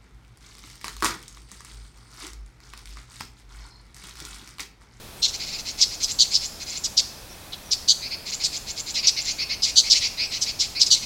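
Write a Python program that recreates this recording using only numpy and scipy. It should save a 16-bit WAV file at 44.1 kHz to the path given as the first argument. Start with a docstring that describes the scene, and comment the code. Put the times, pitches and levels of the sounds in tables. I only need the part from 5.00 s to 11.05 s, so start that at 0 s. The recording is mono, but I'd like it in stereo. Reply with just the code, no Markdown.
"""Small birds scold in an autumn wood. Over a faint rush of air, a thin far whistle and loud, buzzy
chips open the scene; soft warbled chatter joins at 0.3 s. From 1.8 s the chatter rests while chips and
whistles go on; it returns at 3 s and is loudest near 5 s. Each chip or warble is one whistle, frequency
modulated about 90-160 times a second, its overtones picked out by the resonance of the throat.
Leaves scatter each note at once, and the echo from the trunks dies away after it."""
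import sys
import numpy as np
from scipy import signal
from scipy.fft import rfft, irfft
from scipy.io import wavfile
from scipy.ndimage import uniform_filter1d

SR = 44100
rng = np.random.default_rng(int(sys.argv[2]) if len(sys.argv) > 2 else 0)


def dump(signal):
    """Clip the signal to [-1, 1] and save it as 16-bit WAV at the path in sys.argv[1]."""
    limited = np.clip(np.atleast_2d(signal).T, -1, 1)
    pcm = np.round(limited * 32767).astype(np.int16)
    wavfile.write(sys.argv[1], SR, pcm)


N = 266805

# loud chips: middle t/s, duration/s, modulation rate/Hz, pitch f/Hz, fall in pitch/Hz,
# source level/dB, turned away (0-1)
CHIP_NOTES = [(0.2467, 0.054, 122, 3366, 683, -19, 0.06), (0.286, 0.024, 120, 3430, 690, -28, 0.7),
              (0.825, .045, 122, 3920, 2424, -15, 0.07), (1.035, .029, 107, 4294, 1556, -20.5, 1),
              (1.2151, 0.057, 121, 3733, 543, -14.5, 0), (1.355, 0.044, 101, 4020, 847, -17, 0.04),
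              (1.849, 0.029, 118, 4324, 1595, -22.5, 1), (1.988, 0.042, 119, 3787, 1683, -16, 0.01),
              (2.535, .028, 92, 2900, 800, -33, 0.17), (2.726, 0.036, 120, 3854, 1860, -18.5, 0.15),
              (2.9049, 0.053, 114, 3830, 260, -14.5, 0), (3.449, .038, 108, 3700, 1400, -19.5, 0.54),
              (3.951, 0.029, 125, 3250, 700, -26.5, 1), (4.0823, .04, 109, 3874, 2006, -14.5, 0.01),
              (4.643, .044, 103, 3926, 504, -19, 0.12), (4.7855, 0.057, 118.5, 3757, 388, -13, 0.04),
              (4.92, 0.047, 117, 3940, 1500, -13, 0.02), (5.424, 0.031, 106, 4180, 1234, -20.5, 0.83),
              (5.611, 0.041, 96, 3910, 700, -20, 0.21), (5.818, 0.048, 132, 3900, 1975, -15, 0.06),
              (5.867, 0.017, 111, 3590, 1560, -21.5, 0.6), (5.931, 0.058, 119, 3705, 444, -14, 0.07)]
# resonance of throat and beak in a chip: f/Hz, gain/dB
CHIP_RESONANCE = [(1700, -38), (2200, -24), (2800, -24.5), (3500, -12), (4300, -1), (5100, 1.5),
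                  (6300, -.5), (7200, -5), (8400, -18), (9800, -32), (11500, -26), (15500, -34)]
# soft chatter: start t/s, duration/s, source level/dB, tilt/(dB per octave), closing flick (0-1)
CHATTER_NOTES = [(.327, 0.04, -32, 10, 0.35), (0.387, .068, -33, 3, 0), (0.445, 0.076, -36, 7, 0),
                 (0.508, 0.072, -33.5, 4, 0), (0.576, 0.037, -34.5, 9, 0.26), (.648, 0.071, -32.5, 8, 0.64),
                 (.772, 0.055, -31.5, 10, 0.1), (0.898, .061, -36.5, 8, .9), (0.998, 0.042, -33.5, 12, 0),
                 (1.073, .057, -30, 13, 1), (1.235, .028, -35.5, 0, 1), (1.305, 0.043, -30.5, 12, 0),
                 (1.401, .069, -32, 13.5, 1), (1.594, .05, -36, 9, 0.5), (1.658, 0.057, -34.5, 10, 1),
                 (1.709, 0.039, -35.5, 7, 0.07), (1.741, 0.046, -32.5, 8, 0.99),
                 (3.013, 0.075, -33.5, -11, 0.02), (3.103, .056, -31, -8.5, 0),
                 (3.252, 0.062, -33.5, 6, 0.77), (3.312, 0.045, -29.5, 7.5, 1),
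                 (3.396, 0.046, -32, 3, 0.06), (3.515, 0.068, -31.5, 9, 0.93), (3.664, 0.057, -33, 8, 1),
                 (3.759, 0.055, -31.5, 10.5, 1), (3.858, 0.061, -32.5, 10, 1), (3.953, .055, -26, 0, 0.07),
                 (4.025, .05, -25.5, -3, 0), (4.16, 0.052, -27, -6.5, 0.03), (4.202, .029, -34, 10, 1),
                 (4.242, .023, -32.5, 6, 1), (4.255, 0.073, -27.5, 4.5, 0.74), (4.381, 0.067, -27, -7, 0),
                 (4.489, 0.064, -27.5, -6, 0.01), (4.644, 0.072, -28.5, 8.5, 0),
                 (4.831, 0.07, -30.5, -4, 0), (4.931, .064, -22.5, 6, 0.12), (5.005, 0.078, -25, 0, 0.02),
                 (5.17, 0.099, -26.5, -7.5, 0), (5.301, 0.085, -30, 1.5, 0.1), (5.453, 0.065, -29, 1, 0),
                 (5.608, .058, -29.5, 7, 0.07), (5.747, 0.061, -29.5, -11, 0.04),
                 (5.945, .045, -32.5, 4, 0), (6.012, .051, -36, -1, 0.1)]
# resonance of the throat in chatter: f/Hz, gain/dB
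CHATTER_RESONANCE = [(1700, -22), (2200, -13), (2700, -13), (3200, -12), (3700, -6), (4300, 0),
                     (5300, -1.5), (6200, -3), (7300, -4), (11500, -6)]
# treble edge of the wide-open beak: f/Hz, gain/dB
BEAK_EDGE = [(7400, 9.5), (8200, -5.5), (9500, -11.5), (11500, -16), (15500, -24)]
# hoarse noise in chatter: f/Hz, relative level/dB
RASP_SPECTRUM = [(1600, -17.5), (2300, 0.5), (3000, 0), (4400, 7.5), (5500, -3), (7400, -19), (11500, -20)]
# far whistles: start t/s, end t/s, first f/Hz, last f/Hz, source level/dB
WHISTLE_NOTES = [(.165, 0.225, 8440, 8260, -49), (1.365, 1.416, 5250, 5200, -41),
                 (1.47, 1.595, 5040, 5230, -46.5), (2.28, 2.348, 5270, 5940, -47),
                 (2.625, 2.70, 5800, 5750, -50), (3.14, 3.262, 4780, 5020, -48.5),
                 (5.184, 5.446, 7900, 7750, -50)]
# colour of the echo from the trunks: f/Hz, gain/dB
TRUNK_RESPONSE = [(1500, -2), (2500, 8.5), (4000, 0), (5300, 3), (7000, 4.5), (10000, 18), (16000, 14)]
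# forest air: f/Hz, relative spectral level/dB
AIR_SPECTRUM = [(12, -28), (20, -1.5), (72, -3.5), (162, -8), (221, -9), (456, -12.5), (720, -12),
                (1100, -15.5), (2300, -19), (2570, -15), (2800, -22), (3400, -16.5), (5780, -20),
                (7440, -23.5), (10100, -23), (15800, -26)]
# stereo width of the air: f/Hz, side minus mid level/dB
AIR_WIDTH = [(30, 6), (90, 1.5), (300, 0), (700, -1), (2000, 0), (5000, -1.5), (12000, 0.5)]


def chips(rasp_hz=70, rasp_db=-18, open_throat_hz=3550):
    """Frequency modulation makes hard notes buzz; directivity splits them into direct and leaf paths."""
    arch_hz, crest_hz, narrowing = 1700, 100, .3
    margin_s, clear_path = .002, .88
    ahead, around = np.zeros(N), np.zeros(N)
    for middle, length, rate, pitch, fall, db, away in CHIP_NOTES:
        t, u = span(middle - length / 2 - margin_s, middle + length / 2 + margin_s)
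        offset = (t - middle) / length
        angle = 2 * np.pi * rate * (t - middle)
        # the swing is wider in high, slowly modulated and steeply falling notes
        swing_hz = .18 * pitch * (121 / rate) ** 1.9 + .34 * fall
        hz = pitch - fall * offset - arch_hz * offset ** 2  # pitch arches with the air pressure
        hz += swing_hz * (1 - narrowing * offset) * np.cos(angle) + crest_hz * np.cos(2 * angle)
        hz = np.maximum(hz + rasp_hz * walk(len(t), 2500) + 50 * walk(len(t), 194.3), 1500)
        push = np.abs(np.sin(np.pi * u ** (.85 + .8 * fall / pitch))) ** 1.1  # steep falls peak late
        push *= undb(1.6 * walk(len(t), 700))
        stretch = min(pitch / open_throat_hz, 1)  # the resonance drops for low notes
        voice = syrinx(hz, CHIP_RESONANCE, overtone_db=-7.5 + 4 * away, tilt_db=2.0, stretch=stretch)
        rasp = level(colour(rng.standard_normal(len(t)), CHIP_RESONANCE), rasp_db)
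        note = push * (level(voice, 0) + rasp)
        # a bird that is turned away loses the beamed core of its call near 5 kHz
        direct = undb(-12 * away)
        core_db = -9 * (1 - direct)
        note = level(colour(note, [(3000, 0), (4500, core_db), (5700, core_db), (7700, 0)]), db)
        add(ahead, t[0], direct * note)
        add(around, t[0], np.sqrt(1 - clear_path * direct ** 2) * note)
    return ahead, around


def chatter(rate_hz=158, rasp_hz=65):
    """Frequency modulation of a rising tone gives soft warbles; many end in two sharp upward flicks."""
    ordinary_db, open_beak_db = -31, 6
    flick_hz, flick_s, flick_db, last_crest_s = 925, .017, 9.3, .005
    out = np.zeros(N)
    for start, length, db, tilt_db, flick in CHATTER_NOTES:
        end, effort_db = start + length, db - ordinary_db
        t, u = span(start, end)
        # louder notes sit higher, climb faster and warble wider
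        pitch = 2370 + 11 * effort_db
        glide = 4000 * length * np.exp(.075 * effort_db) * (u - .5)
        swing_hz = 290 * np.exp(.022 * (effort_db + tilt_db))
        cycle = rate_hz * (t - end + last_crest_s) + .234 * walk(len(t), 56.5) * (1 - u)
        crest = np.abs(np.cos(np.pi * cycle)) ** 3  # pointed crests, round troughs
        leap = flick_hz * flick * np.exp(-((end - t) / flick_s) ** 4) * crest
        swing = 2 * swing_hz * undb(2 * walk(len(t), 118.6)) * (crest - crest.mean())
        hz = np.maximum(pitch + glide + swing + leap + rasp_hz * walk(len(t), 1500), 1200)
        # the throat follows the glide and each leap, so the second partial squeaks out near 7 kHz
        stretch = 1 + (leap + glide) / pitch
        voice = syrinx(hz, CHATTER_RESONANCE, overtone_db=-.8, tilt_db=tilt_db, stretch=stretch)
        voice = level(voice, 0) * undb(flick_db * leap / flick_hz)
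        rasp = colour(rng.standard_normal(len(t)), RASP_SPECTRUM)
        rasp = colour(rasp, [(2350, -tilt_db), (9400, tilt_db)])
        hoarseness = np.clip(.17 + .015 * tilt_db, 0, 1)  # brighter notes are hoarser
        note = np.sqrt(1 - hoarseness) * voice + np.sqrt(hoarseness) * level(rasp * (.5 + crest), 0)
        push = np.abs(np.sin(np.pi * u ** 1.1)) ** .7 * undb(.71 * walk(len(t), 274))
        edge = 2 ** (.016 * min(tilt_db - open_beak_db, 0))  # a closing beak lowers the treble edge
        beak = [(edge * f, gain_db) for f, gain_db in BEAK_EDGE]
        add(out, start, level(colour(push * note, beak), db))
    return out


def syrinx(hz, throat, overtone_db, tilt_db, stretch, count=5):
    """Source and filter: each harmonic swells as it crosses the resonance; the beak tilts the treble."""
    phase = 2 * np.pi * np.cumsum(hz) / SR
    out = 0
    for k in range(1, count + 1):
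        source_db = overtone_db - 6 * (k - 2) if k > 1 else 0
        octaves_up = np.log2(np.maximum(k * hz / 4400, 1))
        gain = response(throat, k * hz / stretch) * undb(source_db + tilt_db * octaves_up)
        out = out + gain * (k * hz < SR / 2) * np.sin(k * phase)
    return out


def whistles(waver_hz=170):
    """Random frequency modulation of a gliding pure tone: thin contact notes from deeper in the wood."""
    out = np.zeros(N)
    for start, end, first_hz, last_hz, db in WHISTLE_NOTES:
        t, u = span(start, end)
        hz = first_hz + (last_hz - first_hz) * u + waver_hz * walk(len(t), 600)
        envelope = np.abs(np.sin(np.pi * u)) ** .5
        add(out, start, level(envelope * np.sin(2 * np.pi * np.cumsum(hz) / SR), db))
    return out


def scatter(x, t60, rise_s, delay_s, coherence):
    """Diffuse reflection: dense echoes build up and decay exponentially, partly alike in both ears."""
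    t = np.arange(int(1.2 * SR)) / SR
    age = np.maximum(t - delay_s, 0)
    envelope = (1 - np.exp(-age / rise_s)) * np.exp(-np.log(1000) * age / t60)
    mid, side = rng.standard_normal((2, len(t))) * envelope
    ears = np.sqrt(1 + coherence) * mid + np.sqrt(1 - coherence) * side * np.array([[1], [-1]])
    ears /= np.sqrt(np.sum(ears ** 2) / 2)
    return signal.fftconvolve(x[None], ears, axes=1)[:, :N]


def air(db=-39):
    """Broadband noise of low coherence between the ears: a faint, wide, even rush in the canopy."""
    mid, side = colour(rng.standard_normal((2, N)), AIR_SPECTRUM)
    ears = mid + colour(side, AIR_WIDTH) * np.array([[1], [-1]])
    ears[0] = colour(ears[0], [(60, 2.85), (200, .53), (600, .08)])  # the rumble leans left
    return level(ears, db)


def undb(db):
    """Amplitude ratio of a level in decibels."""
    return 10 ** (np.asarray(db) / 20)


def level(x, db):
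    """Normalisation to an rms level."""
    return x * undb(db) / np.sqrt(np.mean(x ** 2) + 1e-18)


def response(points, hz):
    """Frequency response: gain of an (f/Hz, gain/dB) curve, interpolated in log frequency."""
    f, db = np.transpose(points)
    return undb(np.interp(np.log(np.maximum(hz, 1)), np.log(f), db))


def colour(x, points):
    """Zero-phase filtering by an (f/Hz, gain/dB) curve."""
    n = x.shape[-1]
    return irfft(rfft(x) * response(points, np.arange(n // 2 + 1) * SR / n), n)


def walk(n, rate):
    """Low-pass noise: a smooth wander with a spread near 1."""
    k = max(int(SR / rate), 1)
    steps = np.repeat(rng.standard_normal(n // k + 1), k)
    return 1.713 * uniform_filter1d(uniform_filter1d(steps, k), k)[:n]


def add(track, start, sound):
    """Superposition of a sound on a track at a start time."""
    i = int(start * SR)
    track[i:i + len(sound)] += sound[:max(N - i, 0)]


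def span(start, end):
    """Sample times of a note and its progress from 0 to 1."""
    t = np.arange(int(start * SR), int(end * SR)) / SR
    return t, np.linspace(0, 1, len(t))


def scene():
    """Multipath propagation: birds heard directly, through leaves and off trunks, over the air."""
    ahead, around = chips()
    soft, far = chatter(), whistles()
    straight = undb(-.7) * ahead + undb(-.2) * soft
    # the highest treble leans left
    left = colour(straight, [(3000, 1.2), (5000, -.45), (7000, -2.8), (9000, 5.0)])
    right = colour(straight, [(3000, 2.0), (5000, -.61), (7000, 2.3), (9000, -8.0)])
    in_leaves = around + undb(-5.5) * soft
    leaves = scatter(in_leaves, t60=.065, rise_s=.0005, delay_s=.0004, coherence=.55)
    in_wood = undb(-19.8) * (ahead + around) + undb(-12.3) * soft
    trunks = scatter(in_wood, t60=.61, rise_s=.0017, delay_s=.0056, coherence=.62)
    distant = scatter(far, t60=.089, rise_s=.0017, delay_s=.00073, coherence=.42)
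    return np.array([left, right]) + leaves + colour(trunks, TRUNK_RESPONSE) + distant + air()


def record(dry, cutoff_hz=15900):
    """Band limiting: a steep elliptic low-pass removes the highest treble."""
    return signal.sosfilt(signal.ellip(10, .1, 80, cutoff_hz, fs=SR, output="sos"), dry)


dry = scene()
out = record(dry)
dump(out)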